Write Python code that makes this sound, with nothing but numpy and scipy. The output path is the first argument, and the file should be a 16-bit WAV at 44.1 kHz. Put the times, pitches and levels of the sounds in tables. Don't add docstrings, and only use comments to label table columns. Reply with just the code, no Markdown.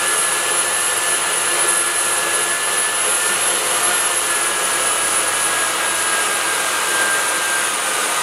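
import sys
import numpy as np
from scipy import signal
from scipy.fft import rfft, irfft, next_fast_len
from scipy.io import wavfile
from scipy.ndimage import map_coordinates

SR = 44100
rng = np.random.default_rng(int(sys.argv[2]) if len(sys.argv) > 2 else 0)


def transcribe(signal):
    frames = np.atleast_2d(signal).T
    limited = np.clip(frames, -1, 1)
    pcm = np.round(limited * 32767).astype(np.int16)
    wavfile.write(sys.argv[1], SR, pcm)


N = 362502

# frequency_hz, relative_db
AIR_SPECTRUM = [(25, -48), (70, -36), (110, -17), (170, -13.5), (305, -9.5), (360, -7), (760, -3),
                (900, 0.5), (1300, 1.5), (1900, -2), (2600, -3.5), (3600, -6), (5200, -15), (9000, -30.5)]
# frequency_hz, relative_db
DUST_SPECTRUM = [(2000, -29), (4000, -5.5), (5400, -5), (7000, 1.5), (8400, -0.5), (9700, 4), (10600, 2),
                 (11500, -3), (12300, -9), (13800, -12.5), (14500, -39), (15600, -25)]
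# frequency_hz, width_hz, relative_db
HOOD_MODES = [(162, 28, -11.5), (199, 11, -7.5), (353.5, 18.6, 3), (427.2, 23.7, 4.5), (460, 22, -5.5),
              (512.5, 20.3, 6.5), (558, 26, 2.5), (630, 37, -5.5), (701, 31, 0.5), (818, 25, 1),
              (865, 38, -3.5), (1042, 30, -4), (1106, 14, -5), (1190, 14, 8), (1233, 48, 3), (1367, 35, -2),
              (1455, 30, 5), (2033, 31, -2.5), (2373, 19, -9)]
# frequency_hz, width_hz, relative_db
RING_AND_WHINE_BANDS = [(2820, 170, 4), (2970, 170, 4), (3680, 120, -4.5), (4000, 200, -10.5),
                        (4480, 64, -4), (7440, 500, -7), (9050, 250, -17), (9800, 47, -2), (9900, 50, -3),
                        (9850, 66, -3), (9900, 50, -7), (9830, 68, 9.5), (10060, 90, 2), (11950, 120, -15),
                        (12700, 250, -18), (13780, 220, -21)]
# time_s, gain_db
HAND_PUSH = [(0, 0.2), (.7, -.3), (1.6, 0), (1.85, -0.7), (2.85, -1.1), (3.5, 0.4), (3.95, 1.5),
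             (4.2, -0.3), (5.4, 0.47), (6.8, -0.1), (7.0, 0.7), (7.5, -0.5), (8.2, 0.2)]
# peak_s, length_s, surge_db
DISC_BITES = [(0.5, .25, 4.5), (1.1, .15, 2.5), (1.3, .15, 2), (1.63, 0.35, 5.5), (2.16, 0.38, 4),
              (2.36, 0.25, 4.5), (2.73, .18, 5.5), (3.07, 0.18, 3.5), (3.3, .14, 2), (3.56, .3, 3.5),
              (3.87, 0.19, 3), (4.65, 0.5, 1.5), (6.95, 0.38, 3)]
# time_s, speed_hz
ROTOR_SPEED = [(0.0, 344.0), (0.3, 341.1), (0.48, 345.7), (0.73, 346.9), (0.82, 351.5), (1.26, 344.2),
               (1.51, 347.2), (1.74, 342.7), (1.99, 344.3), (2.31, 339.9), (2.68, 348.1), (2.75, 345.7),
               (3.29, 352.4), (3.36, 354.6), (4.03, 355.7), (4.21, 348.7), (4.44, 336.6), (4.9, 329.9),
               (5.38, 333.2), (5.56, 330.6), (5.72, 325.4), (6.0, 326.9), (6.3, 321.7), (6.75, 318.8),
               (7.51, 318.2), (7.69, 314.2), (7.97, 303.6), (8.06, 304.1), (8.22, 308.0)]
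# pitch_hz, relative_db
HUM_RESPONSE = [(90, -61), (95, -55.5), (98.3, -49), (100, -52), (105.5, -52)]
# pitch_hz, relative_db
FOURTH_RESPONSE = [(1220, -30), (1272, -37.5), (1300, -34.5), (1375, -33), (1388, -37), (1420, -35)]
# pitch_hz, relative_db
FIFTH_RESPONSE = [(1525, -32), (1565, -33), (1582, -25), (1603, -28), (1625, -26), (1670, -31.5),
                  (1720, -28.5), (1775, -32.5)]
# centre_order, level_db
MESH_SIDEBANDS = [(8, -45), (12, -49), (29, -45)]
# frequency_hz, width_hz, gain_db
CASING_RESONANCES = [(305, 22, -9), (656, 16, 7), (712, 16, 5), (1932, 12, 11), (3552, 24, 9),
                     (4145, 50, 6), (4265, 30, 6)]
# order, relative_db
ROTOR_HARMONICS = [(1, -43), (2, -44.5), (3, -46.5), (6, -46.5), (7, -43), (8, -41), (9, -41), (10, -49.5),
                   (12, -47.5), (13, -53), (19, -58), (21, -42), (23, -60)]
# middle_s, length_s, fifth_change_db, fourth_change_db
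HOWL_CHANGES = [(0.6, .16, -7, 6), (1.04, .18, 3, -5), (1.24, .2, 0, 3.5), (1.4, .12, -7, 3),
                (1.5, .14, 6, -2), (1.7, .2, 3, 2.5), (2.85, .3, 1.5, -12), (3.08, 0.31, -11, 2),
                (3.27, .26, 5.5, 8), (3.68, .4, -6, -7.5), (3.93, .2, 2, 4), (5.22, .3, -0.5, 2),
                (5.97, 0.2, -5, -7), (6.15, .25, 4, 5), (6.66, 0.35, -3, -11), (7.08, 0.45, 3.5, 0),
                (8.2, .2, 0, 5)]
# order, relative_db
WHINE_NEIGHBOURS = [(26, -16), (28, -21), (29, -14), (36, -26)]
# middle_s, length_s, change_db
WHINE_CHANGES = [(0.0, 0.8, -1), (0.66, .25, -2), (0.88, .16, 2), (1.02, .14, -2), (1.75, .3, 2),
                 (2.05, 0.24, 2), (2.25, 0.22, -5), (2.79, .15, 4), (2.95, 0.19, -3), (3.13, .14, 5),
                 (3.6, 1, -2.5), (4.57, 0.25, -4.5), (5.1, 0.36, 2), (5.76, 0.33, -7), (6.76, .4, -10),
                 (7.32, .2, 3.5)]

GEAR_RATIO = 8 / 27
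LIGHT_CUT_HZ, HEAVY_CUT_HZ = 356, 304
AIR_DB, AIR_LOAD_DB = -25, 1.94
DUST_DB, DUST_LOAD_DB = -26.5, 0.36
GRIND_DB, GRIND_LOAD_DB = -29.5, 0.1
RING_DB, RING_LOAD_DB = -31, -8
WHINE_DB, WHINE_LOAD_DB = -21.5, -7.5
JITTER_HZ, BAND_LIMIT_HZ = .12, 15650


def amp(db):
    return 10 ** (np.asarray(db) / 20)


def unit(x):
    return x / np.sqrt(np.mean(np.abs(x) ** 2) + 1e-20)


def lookup(table, x):
    return np.interp(x, *np.transpose(table))


def wobble(rate):
    knots = rng.standard_normal(int(N * rate / SR) + 4)
    coarse = np.arange(0, N + 16, 16)
    spline = map_coordinates(knots, [coarse * rate / SR], mode="nearest")
    return np.interp(np.arange(N), coarse, spline)


def drift(depth_db):
    return depth_db * wobble(7)


def swells(rows):
    t = np.arange(N) / SR
    total = np.zeros((len(rows[0]) - 2, N))
    for middle_s, length_s, *db in rows:
        near = np.abs(t - middle_s) < length_s / 2
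        total[:, near] += np.outer(db, np.cos(np.pi * (t[near] - middle_s) / length_s) ** 2)
    return total


def filtered(x, response):
    size = next_fast_len(N + SR // 2)
    return irfft(rfft(x, size) * response(np.fft.rfftfreq(size, 1 / SR)), size)[:N]


def coloured(x, spectrum):
    hz, db = np.transpose(spectrum)
    return unit(filtered(x, lambda f: amp(np.interp(np.log(f + 1), np.log(hz), db))))


def resonate(x, bands):
    grid = np.arange(0, SR / 2, 2)
    power = sum(amp(2 * db) / (1 + ((grid - hz) / width * 1.38) ** 2) ** 2 for hz, width, db in bands)
    return unit(filtered(x, lambda f: np.interp(f, grid, np.sqrt(power))))


def tone(angle, scatter, fade_rate):
    reflected = unit(wobble(fade_rate) * np.cos(angle) + wobble(fade_rate) * np.sin(angle))
    direct = np.sin(angle + rng.uniform(0, 2 * np.pi))
    return np.sqrt(2 * (1 - scatter)) * direct + np.sqrt(scatter) * reflected


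def workshop(x, wet_db, t60_s):
    t = np.arange(SR // 4) / SR
    tail = rng.standard_normal(len(t)) * amp(-60 * t / t60_s) * (t > .003)
    return x + amp(wet_db) * signal.fftconvolve(x, tail / np.linalg.norm(tail))[:N]


def grit(angle, grains_per_s, depth):
    grains = (rng.random(N) < grains_per_s / SR) * rng.standard_normal(N)
    return grains * (1 + depth * np.sin(GEAR_RATIO * angle))


def airflow(angle, air_db, dust_db):
    air = amp(air_db + 0.44 * wobble(10)) * coloured(rng.standard_normal(N), AIR_SPECTRUM)
    dust_gain = amp(dust_db + 0.59 * wobble(11))
    dust = coloured(grit(angle, grains_per_s=30000, depth=0.072), DUST_SPECTRUM)
    return air + dust_gain * dust


def grinding(angle, grind_db, air_db, ring_db):
    body = resonate(grit(angle, grains_per_s=7000, depth=0.13), HOOD_MODES)
    low = filtered(body, lambda f: 1 / (1 + (f / 750) ** 6))
    hood = amp(grind_db) * low + amp(air_db - 5) * (body - low)
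    ring_and_whine = resonate(grit(angle, grains_per_s=14000, depth=0.55), RING_AND_WHINE_BANDS)
    return hood + amp(ring_db + 0.5 * wobble(9.5)) * ring_and_whine


def cut(angle, load):
    push_db = lookup(HAND_PUSH, np.arange(N) / SR)
    bite_db = swells(DISC_BITES)[0] + drift(depth_db=0.7)
    grind_db = GRIND_DB + GRIND_LOAD_DB * load + push_db + bite_db
    ring_db = RING_DB + RING_LOAD_DB * load ** 2 + push_db + .35 * bite_db
    air_db = AIR_DB + AIR_LOAD_DB * load + push_db + .12 * bite_db
    dust_db = DUST_DB + DUST_LOAD_DB * load + push_db + .12 * bite_db
    rush = workshop(airflow(angle, air_db, dust_db), wet_db=-9, t60_s=.16)
    return rush + grinding(angle, grind_db, air_db, ring_db)


def shaft_hum(angle, speed_hz):
    hum_db = lookup(HUM_RESPONSE, GEAR_RATIO * speed_hz) - 0.5
    return amp(hum_db) * tone(GEAR_RATIO * angle, scatter=.06, fade_rate=25)


def gear_mesh(angle):
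    return sum(amp(db) * tone((order + side * GEAR_RATIO) * angle, scatter=0.66, fade_rate=12)
               for order, db in MESH_SIDEBANDS for side in (-1, 1))


def casing_gain(hz):
    return amp(sum(db / (1 + (2 * (hz - centre) / width) ** 2)
                   for centre, width, db in CASING_RESONANCES))


def rotor_harmonics(angle, speed_hz):
    return sum(amp(db) * casing_gain(order * speed_hz) * tone(order * angle, scatter=0.34, fade_rate=14)
               for order, db in ROTOR_HARMONICS)


def motor_howl(angle, speed_hz):
    fifth_db, fourth_db = swells(HOWL_CHANGES)
    fifth_db += lookup(FIFTH_RESPONSE, 5 * speed_hz) + 0.1 + drift(depth_db=.5)
    fourth_db += lookup(FOURTH_RESPONSE, 4 * speed_hz) + 0.2 + drift(depth_db=.5)
    fifth = amp(fifth_db) * tone(5 * angle, scatter=0.11, fade_rate=22)
    fourth = amp(fourth_db) * tone(4 * angle, scatter=0.13, fade_rate=35)
    return fifth + fourth


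def motor_whine(angle, load):
    whine_db = WHINE_DB + WHINE_LOAD_DB * load + swells(WHINE_CHANGES)[0] + drift(depth_db=1)
    core = amp(-0.7) * tone(31 * angle, scatter=.3, fade_rate=45)
    fringe = amp(-10.5) * tone(31 * angle, scatter=1, fade_rate=170)
    neighbours = sum(amp(db) * tone(order * angle, scatter=.3, fade_rate=30)
                     for order, db in WHINE_NEIGHBOURS)
    return amp(whine_db) * (core + fringe + neighbours)


def scene():
    speed_hz = lookup(ROTOR_SPEED, np.arange(N) / SR) + JITTER_HZ * wobble(14)
    load = (LIGHT_CUT_HZ - speed_hz) / (LIGHT_CUT_HZ - HEAVY_CUT_HZ)
    angle = 2 * np.pi * np.cumsum(speed_hz) / SR
    drive = shaft_hum(angle, speed_hz) + gear_mesh(angle)
    motor = rotor_harmonics(angle, speed_hz) + motor_howl(angle, speed_hz) + motor_whine(angle, load)
    mono = cut(angle, load) + drive + motor
    return np.array([mono, mono])


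def record(dry):
    return np.array([filtered(channel, lambda f: f < BAND_LIMIT_HZ) for channel in dry])


dry = scene()
out = record(dry)
transcribe(out)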